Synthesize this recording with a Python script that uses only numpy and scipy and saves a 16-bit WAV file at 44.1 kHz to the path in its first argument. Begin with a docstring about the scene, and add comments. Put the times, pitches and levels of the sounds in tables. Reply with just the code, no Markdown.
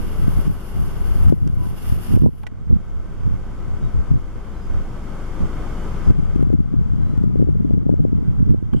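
"""Outdoors above a distant town, a hand-held camera follows soaring birds. Gusts tumble over its two
microphone ports (openings) and thump on them; after the hardest, the background sinks and creeps back.
The camera widens the stereo by subtracting the ports, so the wind pushes one side as it pulls the other.
Early on the zoom motor whirrs and its lever clicks back; near the end come a knock and a thin rasp.
Behind it all are a few thin bird calls, a wash of traffic and a low throb."""
import sys
import numpy as np
from scipy import signal
from scipy.fft import rfft, irfft
from scipy.io import wavfile
from scipy.ndimage import uniform_filter1d, minimum_filter1d

SR = 44100
rng = np.random.default_rng(int(sys.argv[2]) if len(sys.argv) > 2 else 0)


def wav_out(sig):
    """Save sig, one row per channel (or a flat mono array), as 16-bit PCM at SR to the path in sys.argv[1]."""
    wavfile.write(sys.argv[1], SR, np.round(np.clip(np.atleast_2d(sig).T, -1, 1) * 32767).astype(np.int16))


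N = 388080
TIME = np.arange(N) / SR
CUTOFF_HZ = 16000

# Gusts on the ports. Each row: crest time in seconds, length in seconds, relative level in dB,
# corner in Hz (above it the eddies, small whirls of air, die out).
GUSTS = [(0.256, 0.17, -15.5, 102), (0.372, 0.068, -12, 100), (0.497, 0.11, -15.5, 115),
         (0.813, 0.13, -18, 126), (1.263, 0.11, -6, 118), (1.333, 0.023, -11.5, 170),
         (1.448, 0.094, -18, 185), (1.6, 0.27, -17, 120), (1.928, 0.14, -16.5, 127),
         (2.145, 0.098, -12.5, 145), (2.191, 0.12, -11.5, 75), (2.24, 0.083, -9, 194),
         (2.73, 0.093, -13, 140), (2.97, 0.12, -21, 60.7), (3.294, 0.16, -15.5, 123),
         (3.71, 0.13, -20, 104.3), (3.849, 0.063, -15, 118), (3.981, 0.083, -12, 101),
         (4.137, 0.075, -9.5, 125), (4.753, 0.16, -19, 75), (5.432, 0.068, -15.5, 103),
         (6.097, 0.048, -6, 146), (6.207, 0.11, -19, 130), (6.45, 0.15, -13, 135), (6.544, 0.047, -14, 170),
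         (6.604, 0.062, -14.5, 138), (6.749, 0.081, -21.5, 200), (6.795, 0.11, -15, 163),
         (6.922, 0.047, -17.5, 125), (7.012, 0.11, -14.5, 150), (7.19, 0.13, -19, 145),
         (7.255, 0.091, -22, 151), (7.34, .05, -20, 125), (7.407, 0.075, -12, 190),
         (7.487, 0.052, -16, 170), (7.652, 0.059, -18.5, 190), (7.726, 0.067, -13.5, 200),
         (7.933, 0.046, -21, 220), (7.999, .035, -14.5, 190), (8.17, 0.053, -15.5, 185),
         (8.29, 0.038, -13.5, 158), (8.406, 0.071, -11, 135), (8.51, 0.11, -12.5, 160),
         (8.648, 0.072, -17, 115), (8.756, 0.043, -10, 195)]
# The breeze between gusts. Each row: time in seconds, relative level in dB, corner in Hz.
BREEZE = [(0, -22.5, 116), (.66, -38.5, 110), (1.12, -15.5, 95), (1.72, -33, 123.3), (2.4, -29.5, 122),
          (4.25, -30.5, 79), (5, -40, 70), (5.85, -39, 110), (6.28, -15, 124), (6.67, -25, 142),
          (7.1, -19.5, 140), (7.35, -19, 143), (7.6, -17, 170), (8.25, -21, 175), (8.7, -28.5, 140),
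          (8.8, -23, 149)]
# Which port the wind strikes. Each row: time in seconds, the left port's share of the power from 0 to 1.
LEFT_SHARE = [(0, 0.4), (.6, 0.8), (1.4, 0.84), (1.95, 0.53), (2.2, 0.34), (3.35, 0.04), (3.7, 0.83),
              (4.1, 0.82), (4.7, 0), (5.5, 0.1), (6.2, 1), (8.1, 0.65), (8.5, 0.17), (8.8, 0.37)]
# The hardest single eddies. Each row: time in seconds, relative peak in dB, centre in Hz.
HARD_EDDIES = [(.282, 1, 135), (.375, -9, 110), (.4796, -2.5, 135), (1.3018, 0, 115), (1.325, 4, 255),
               (1.334, -3, 168), (1.9243, -4, 125), (2.1093, -6, 130), (2.1391, -3.5, 169), (2.166, 0, 140),
               (2.175, -3, 241), (2.223, -1, 165), (2.236, -3, 185), (2.247, -11, 160), (2.262, -1.5, 315),
               (2.289, -11.5, 198), (2.7115, -11, 253), (2.728, -6, 175), (3.2774, -8, 139),
               (4.1151, -3, 133), (4.139, -2, 139), (6.097, -8, 140), (6.108, -1, 186), (6.1902, -5, 135),
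               (6.361, -1, 166), (6.3951, -3, 154), (6.4275, -2.5, 227), (6.4719, -3.5, 130),
               (6.5035, -6, 255), (6.531, -4, 215), (6.5535, -11, 146), (6.592, -6, 150), (6.739, -8, 188),
               (7.138, -11, 154), (7.178, -4, 130), (7.24, -2.5, 188), (7.2774, -4, 125),
               (7.358, -3.5, 228), (7.398, -4, 224), (7.416, -4.5, 172), (7.426, 1.5, 232),
               (7.489, -5.5, 222), (7.6501, -5.5, 125), (7.71, -4.5, 260), (7.7393, 0, 140),
               (7.7486, -7, 175), (7.7801, -3, 120), (7.866, -5, 215), (7.894, -3, 332), (7.9007, -1, 151),
               (7.9273, -4, 175), (7.941, -4, 240), (7.992, -13, 245), (8.052, 0, 254), (8.1311, -1, 168),
               (8.2838, -10, 160), (8.395, -10, 110), (8.4286, 0, 135), (8.5077, -1, 130),
               (8.5268, -7, 145), (8.546, -5.5, 233.3), (8.627, -13.5, 208), (8.7332, -2, 130),
               (8.748, 0.5, 196.3)]
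# Slams, the wind's hardest crests. Each row: time in seconds, relative crack level in dB,
# depth of the background's dip in dB.
SLAMS = [(0.479, -26, 4.5), (1.299, -25, 6), (1.324, -16, 5.5), (1.9243, -21, 1), (2.139, -20, 1),
         (2.165, -21, 6), (2.223, -20, 4.5), (2.237, -22, 3), (2.263, -28, 4), (4.115, -22, 2.5),
         (6.1096, -16, 6.5), (6.362, -20, 1), (6.429, -16, 4), (6.532, -21, 5.5), (7.178, -19, 2),
         (7.242, -22, 3.5), (7.4185, -27, 2.5), (7.4995, -28, 0.5), (7.738, -20.5, 4.5), (8.3955, -26, 2),
         (8.5078, -20.5, 2.5)]
# The zoom motor creeps, runs fast twice, slows and stops. Each row: time in seconds, relative level in dB.
ZOOM_LEVEL = [(0, -55), (1.3, -53.5), (1.57, -58), (1.66, -47), (1.74, -52), (1.78, -46), (1.85, -46),
              (1.9, -42), (1.98, -50), (2.035, -44), (2.13, -46.5), (2.2, -48), (2.44, -51), (2.46, -90.5)]
# The tone of its gears. 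Each row: frequency in Hz, relative level in dB.
GEAR_SPECTRUM = [(400, -18), (720, 6.5), (1100, 2.5), (1400, 3), (2200, -5), (2950, 1.5), (3900, -8.5),
                 (5000, -4.5), (6300, -10.5), (8850, -9), (9020, -5), (10200, -3), (10700, -4),
                 (11400, -0.5), (12300, -4), (13200, -3), (14700, -22), (16000, -48)]
# The ringing of the lens barrel. Each row: frequency in Hz, width in Hz, boost in dB.
BARREL_PEAKS = [(2830, 140, 5.1), (3360, 90, 3), (9250, 110, 3), (8900, 200, 3), (9900, 110, 4.3),
                (10700, 130, 2), (11370, 100, 3.7), (11400, 110, 3), (12210, 70, 3), (12720, 110, 3),
                (12957, 70, 3)]
# The motor sings as it speeds up and slows down. Each row: start in seconds, length in seconds,
# pitch in Hz, level in dB, fraction by which the pitch sags at the ends.
MOTOR_WHINES = [(1.58, 0.1, 997, -48.5, .002), (2.21, 0.088, 995, -56, .002)]
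# Small clicks and knocks on the camera, and one tick of the zoom gears. Each row: start in seconds,
# relative peak in dB, centre in Hz, left minus right in dB, contact time in seconds.
KNOCKS = [(1.4745, -34.5, 6000, -11, 0.00058), (1.476, -46, 2600, -4, 0.00049),
          (1.856, -36, 1900, -4, .001), (2.4318, -46, 10500, -2, .0009), (2.4322, -36.5, 2800, 2, 0.00113),
          (2.4346, -30, 860, -7, 0.0016), (2.4668, -28, 2000, -16, 0.0005),
          (2.4678, -38, 6000, -14, 0.00096), (2.4703, -30, 2160, 7, 0.001), (2.472, -45, 7000, -2, 0.0011),
          (2.469, -40, 750, -5, 0.0011), (8.7333, -28.5, 1150, 5, 0.00141), (8.736, -52, 3150, -4, 0.00091),
          (8.7338, -53, 7900, 0, 0.001)]
# The camera shell's ringing tones. Each row: pitch in Hz, relative level in dB, seconds to fade by 60 dB.
SHELL_TONES = [(640, 0, 0.035), (860, 23, 0.04), (1110, 20, 0.033), (1500, 19.5, 0.024),
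               (1954, 19.5, 0.033), (2350, 16.5, 0.02), (2750, 14, 0.022), (3150, 7, 0.044),
               (3640, 0, 0.019), (5720, -1, 0.017), (7400, -6, 0.013), (9700, -4, .014)]
# A rasp in the camera from the last knock on. Each row: time in seconds, relative level in dB.
RASP_LEVEL = [(8.724, -100), (8.73, -58), (8.736, -52), (8.745, -62), (8.8, -58)]
# Its bands of noise. Each row: low edge in Hz, high edge in Hz, relative level in dB.
RASP_BANDS = [(2920, 3260, 3), (3300, 4000, -13), (4700, 4800, -15), (7500, 8300, -8)]
# Far birds. Each row: start in seconds, length in seconds, pitch in Hz, level in dB, sag as a fraction.
BIRD_CALLS = [(3.815, 0.07, 3770, -65, .018), (4.52, .1, 3990, -62, .01), (4.597, 0.1, 5000, -66, .014),
              (5.75, 0.13, 2990, -61, 0.013), (6.03, 0.075, 4980, -64, 0.014), (7.01, .18, 3975, -67, 0)]
# The slow rise and fall of the whole background: traffic, hiss and throb.
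# Each row: time in seconds, relative level in dB.
BACKGROUND_LEVEL = [(0, -44.5), (2.6, -41.5), (4.3, -45.5), (5.8, -41), (6.5, -43.5), (7.15, -43.5),
                    (7.6, -46), (8.8, -50)]
# The tone of the traffic and of the hiss. Each row: frequency in Hz, relative level in dB.
TRAFFIC_SPECTRUM = [(30, 16.5), (70, 18), (130, 12.5), (220, 13), (340, 8), (600, 0), (850, -2.5),
                    (1350, -2.5), (1750, -13), (2200, -14), (2550, -19), (3100, -17), (3900, -24.5),
                    (6000, -48)]
HISS_SPECTRUM = [(1500, 4), (3000, -6.5), (4800, 1.5), (7000, 0), (10000, -6), (13000, -8.5), (14500, -16),
                 (16000, -36)]
# How alike the traffic is left and right. Each row: frequency in Hz, likeness (1 means the same).
TRAFFIC_LIKENESS = [(50, 0.15), (130, 0.9872), (290, 0.75), (680, 0.17), (1300, 0.84), (2400, 0.3),
                    (4000, 0.25)]
# Fine peaks and dips in the tone of the traffic and the hiss. 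Each row: frequency in Hz, width in Hz, boost or
# cut in dB.
FINE_PEAKS = [(262.3, 78, -4.5), (680, 30, -2), (712, 37, 2), (1346, 43, 2.5), (1374, 48, -7.5),
              (1576, 130, 5), (1620, 104, -5.5), (1876, 62, -3.5), (1980, 60, 2.5), (2167, 70, 5),
              (3175, 25, 5.5)]
# The low throb. Each row: pitch in Hz, level in dB above BACKGROUND_LEVEL.
THROB_TONES = [(21.5, 18.5), (48.4, 10.5)]
# Two narrow gaps in the sound, near 4 and 8 kHz. Each row: frequency in Hz, width in Hz.
NARROW_GAPS = [(3945, 200), (7920, 171.9)]


def wind(dip_db, gain_db=2.0, unsteady_db=1.5, crossfeed=0.69, crossfeed_hz=2600):
    """Both ports rumble; the one facing the wind takes the thumps and cracks."""
    level_db, corner_hz = airflow()
    strength = from_db(level_db + gain_db + unsteady_db * drift(12))
    share = np.clip(in_time(LEFT_SHARE)[0], .02, .98)
    facing_left = np.clip(2 * (2 * share - 1) + .5, 0, 1)
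    hits = thumps(HARD_EDDIES) + thumps(lesser_eddies(level_db, dip_db)) + cracks()
    left = np.sqrt(share) * strength * turbulence(corner_hz) + facing_left * hits
    right = np.sqrt(1 - share) * strength * turbulence(corner_hz) - (1 - facing_left) * hits
    ports = np.array([left, right])
    # each side is its own port minus some of the other's lower frequencies
    other_lows = signal.lfilter(*signal.butter(1, crossfeed_hz, fs=SR), ports[::-1])
    return ports - crossfeed * other_lows


def airflow():
    """Gusts ride on the breeze and the strongest sets the eddy size: gives level in dB and corner in Hz."""
    breeze_db, breeze_hz = in_time(BREEZE)
    power = from_db(breeze_db) ** 2
    weighted_hz = power * breeze_hz
    for crest, length, db, hz in GUSTS:
        gust = from_db(db) ** 2 * np.exp(-2 * (2 * (TIME - crest) / length) ** 2)
        power += gust
        weighted_hz += gust * hz
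    return 10 * np.log10(power), weighted_hz / power


def turbulence(corner_hz, low_share=0.25, steepness=4.21, swirl_db=1.87, lumpy_db=3.0, even_s=0.034):
    """Swirling air rumbles at one port, about two octaves wide, up to a corner that leaps with each swirl."""
    swirl = drift(30)
    top_hz = corner_hz * from_db(swirl_db * np.clip(swirl, -2, 2))
    noise_spectrum = rfft(rng.standard_normal(N))
    bin_hz = np.arange(len(noise_spectrum)) * SR / N
    edges_hz = 20 * 2 ** np.arange(0, 6.5, .5)  # half-octave bands
    rumble = np.zeros(N)
    for low, high in zip(edges_hz, edges_hz[1:]):
        hz = np.sqrt(low * high)
        bass_cut = 1 + (low_share * corner_hz / hz) ** 4
        treble_cut = 1 + (hz / top_hz) ** (2 * steepness)
        noise_band = irfft(noise_spectrum * ((bin_hz >= low) & (bin_hz < high)), N)
        rumble += noise_band / np.sqrt(bass_cut * treble_cut)
    rumble *= from_db(lumpy_db * swirl)
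    # even out the level: the airflow sets the strength, the swirls only bunch it up
    power = uniform_filter1d(rumble ** 2, int(even_s * SR))
    power = uniform_filter1d(power, int(even_s * SR / 2))
    return rumble / np.sqrt(power + 1e-12)


def thumps(eddies, order=3, max_count=256):
    """An eddy bursting on a port gives one sharp push and pull."""
    out = np.zeros(N)
    for (at_s, peak_db, hz), turn in zip(eddies, rng.random(max_count)):
        near = slice(max(int(at_s * SR) - SR // 20, 0), int(at_s * SR) + SR // 20)
        spike = (1 - 2j * np.pi * hz * (TIME[near] - at_s) / order) ** -(order + 1)
        out[near] += from_db(peak_db) * np.real(spike * np.exp(2j * np.pi * turn))  # random shape
    return out


def lesser_eddies(level_db, dip_db, top_per_s=7, offset_db=-6, spread_db=5, centre_hz=217, count=200):
    """Random eddies follow the wind's strength and come most often after slams; rows as in HARD_EDDIES."""
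    at, chance = rng.integers(0, N, count), rng.random(count)
    strength, size = rng.standard_normal((2, count))
    peak_db = level_db[at] + offset_db + spread_db * strength
    hz = centre_hz * 2 ** (0.095 * size)
    happens = chance < top_per_s * N / SR / count * dip_db[at] / dip_db.max()
    return np.transpose([at / SR, peak_db, hz])[happens]


def cracks(kink_s=0.00025, snap_db=-25.0, snap_s=0.00067):
    """Each slam overloads the port for an instant: a sharp kink in the pressure and a crisp snap above it."""
    kinks, snap_level = np.zeros((2, N))
    for at_s, peak_db, _ in SLAMS:
        near = slice(int(at_s * SR) - SR // 100, int(at_s * SR) + SR // 100)
        apart_s = np.abs(TIME[near] - at_s)
        kinks[near] += from_db(peak_db) * np.exp(-apart_s / kink_s)
        snap_level[near] += from_db(peak_db + snap_db) * np.exp(-apart_s / snap_s)
    snaps = snap_level * rng.standard_normal(N)
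    return band(kinks, 500, CUTOFF_HZ) + band(snaps, 3500, CUTOFF_HZ, order=1)


def slam_dips(sink_s=0.0064, recover_s=0.86):
    """How many dB the background sinks: a quick fall at each slam, then a slow return. Dips pile up."""
    dip_db = np.zeros(N)
    for at_s, _, depth_db in SLAMS:
        since = np.maximum(TIME - at_s, 0)
        dip_db += depth_db * np.minimum(since / sink_s, 1) * np.exp(-since / recover_s)
    return dip_db


def zoom_motor(gain_db=7.5, chatter_db=1.1, flutter_db=1.6, sizzle_from_hz=9500, sizzle_rise=0.13):
    """Fine gears whirr through the ringing lens barrel; their sizzle flutters and grows with speed."""
    level_db, = in_time(ZOOM_LEVEL)
    faster_db = np.maximum(level_db - level_db[0], 0)
    whirr = stereo_noise(GEAR_SPECTRUM, [(700, -0.058), (11000, -0.24)], BARREL_PEAKS)
    body = signal.sosfiltfilt(signal.butter(2, sizzle_from_hz, fs=SR, output="sos"), whirr)
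    sizzle_db = sizzle_rise * faster_db + flutter_db * drift(14)
    sizzle = (whirr - body) * from_db(sizzle_db) * pan(balance_db=-2)
    return from_db(level_db + gain_db + chatter_db * drift(40)) * (body + sizzle)


def knocks(ring_db=-2.0, crack_db=-7.5, crack_stretch=1.5, gritty=.4, reach_octaves=.5):
    """A tap with a gritty scuff cracks and rings the shell, most strongly near the tap's centre frequency."""
    out, t = np.zeros((2, N)), TIME[:SR // 8]
    for start_s, peak_db, centre_hz, balance_db, contact_s in KNOCKS:
        shell = np.zeros(len(t))
        for hz, db, fade_s in SHELL_TONES:
            distance = np.log2(hz / centre_hz) / reach_octaves
            shell += from_db(db - 60 * t / fade_s) * np.sin(2 * np.pi * hz * t) / (1 + distance ** 2)
        grit = rng.standard_normal(len(t))
        scuff = grit * t * np.exp(-t / contact_s)
        tap = np.arange(len(t)) == int(contact_s * SR)
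        ring = signal.fftconvolve(shell, tap + gritty * scuff / np.linalg.norm(scuff))[:len(t)]
        burst = grit * t * np.exp(-t / (crack_stretch * contact_s))
        crack = band(burst, centre_hz / np.sqrt(2), centre_hz * np.sqrt(2))
        knock = from_db(ring_db) * ring / np.abs(ring).max()
        knock += from_db(crack_db) * crack / np.abs(crack).max()
        start = int(start_s * SR)
        out[:, start:start + len(t)] += from_db(peak_db) * knock[:N - start] * pan(balance_db)
    return out


def rasp():
    """Rubbing in the camera makes noise in a few narrow bands."""
    level_db, = in_time(RASP_LEVEL)
    friction = rng.standard_normal((2, N))
    bands = sum(from_db(db) * rms_one(band(friction, low, high)) for low, high, db in RASP_BANDS)
    return from_db(level_db) * bands


def whistles(rows, unsteady):
    """Bird calls or motor whines: short, nearly pure tones whose pitch can sag at both ends."""
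    out, waver = np.zeros(N), unsteady * drift(60)
    for start_s, length, hz, level_db, sag in rows:
        near = slice(int(start_s * SR), int((start_s + length) * SR))
        along = np.linspace(-1, 1, len(out[near]))
        pitch_hz = hz * (1 - sag * along ** 2 + waver[near])
        phase = 2 * np.pi * np.cumsum(pitch_hz) / SR
        out[near] += from_db(level_db) * np.sqrt(2 * (1 - along ** 2)) * np.sin(phase)
    return out


def background(traffic_db=12.5, hiss_db=-11.0, waver_db=0.5, throb_waver_db=0.9):
    """Far traffic, an even hiss and a low throb all rise and fall together."""
    level_db, = in_time(BACKGROUND_LEVEL)
    traffic_level = from_db(level_db + traffic_db + waver_db * drift(8))
    traffic = traffic_level * stereo_noise(TRAFFIC_SPECTRUM, TRAFFIC_LIKENESS, FINE_PEAKS)
    hiss = stereo_noise(HISS_SPECTRUM, [(3000, 0.12), (9000, .02)], FINE_PEAKS)
    throb = np.zeros(N)
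    for hz, db in THROB_TONES:
        level = from_db(level_db + db + throb_waver_db * drift(7.2))
        throb += level * np.sin(2 * np.pi * hz * TIME + 0.34 * drift(0.63))
    return traffic + from_db(level_db + hiss_db) * hiss + throb * pan(balance_db=6.6)


def stereo_noise(spectrum, likeness, peaks):
    """Noise with a given tone, left-right likeness and narrow peaks or dips, at average level 1."""
    hz = np.arange(N // 2 + 1) * SR / N + 1e-3
    alike = np.clip(at_hz(likeness, hz), -1, 1)
    peaks_db = sum(db / (1 + (2 * (hz - centre) / width) ** 4) for centre, width, db in peaks)
    mid, side = rfft(rng.standard_normal((2, N))) * from_db(at_hz(spectrum, hz) + peaks_db) * (hz > 20)
    shared = np.sqrt(1 + alike) * mid
    opposed = np.sqrt(1 - alike) * side * np.array([[1], [-1]])
    return rms_one(irfft(shared + opposed, N))


def drift(rate_hz):
    """A smooth random wander, about 1 in size."""
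    keep = np.exp(-2 * np.pi * rate_hz * 40 / SR)  # one step every 40 samples
    steps = rng.standard_normal(N // 40 + 2002)
    slow = signal.lfilter([1], [1, -2 * keep, keep * keep], steps)[2000:]
    return np.interp(np.arange(N) / 40, np.arange(len(slow)), rms_one(slow))


def band(x, low_hz, high_hz, order=2):
    """Keep what lies between two frequencies."""
    sos = signal.butter(order, [low_hz, min(high_hz, .45 * SR)], "band", fs=SR, output="sos")
    return signal.sosfilt(sos, x + 1e-18)


def from_db(db):
    """Turn decibels into a gain."""
    return 10 ** (np.asarray(db) / 20)


def rms_one(x):
    """Scale to an average (rms) level of 1."""
    return x / np.sqrt(np.mean(x ** 2) + 1e-20)


def in_time(rows):
    """Join a table's points into one curve per column."""
    seconds, *columns = np.transpose(rows)
    return [np.interp(TIME, seconds, column) for column in columns]


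def at_hz(points, hz):
    """Read between a table's frequencies, with octaves evenly spaced."""
    table_hz, values = np.transpose(points)
    return np.interp(np.log(hz), np.log(table_hz), values)


def pan(balance_db):
    """Left and right gains; above zero leans left."""
    return from_db(np.array([[.5], [-.5]]) * balance_db)


def scene():
    """Wind in front, then the camera's noises and birds; background and gear whirr sink at each slam."""
    dip_db = slam_dips()
    steady = from_db(-dip_db) * (background() + zoom_motor())
    camera = whistles(MOTOR_WHINES, unsteady=0.00319) + knocks() + rasp()
    birds = whistles(BIRD_CALLS, unsteady=0.0034)
    return wind(dip_db) + steady + camera + birds


def record(dry, ceiling=.98):
    """Two narrow gaps are cut in the sound, a fast limiter holds down big thumps, and the top is cut."""
    out = dry
    for hz, width_hz in NARROW_GAPS:
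        out = signal.lfilter(*signal.iirnotch(hz, hz / width_hz, fs=SR), out)
    allowed_gain = ceiling / np.maximum(np.abs(out).max(axis=0), ceiling)
    gain = uniform_filter1d(minimum_filter1d(allowed_gain, size=400), size=400)
    return signal.sosfilt(signal.cheby2(16, 70, CUTOFF_HZ, fs=SR, output="sos"), out * gain)


dry = scene()
out = record(dry)
wav_out(out)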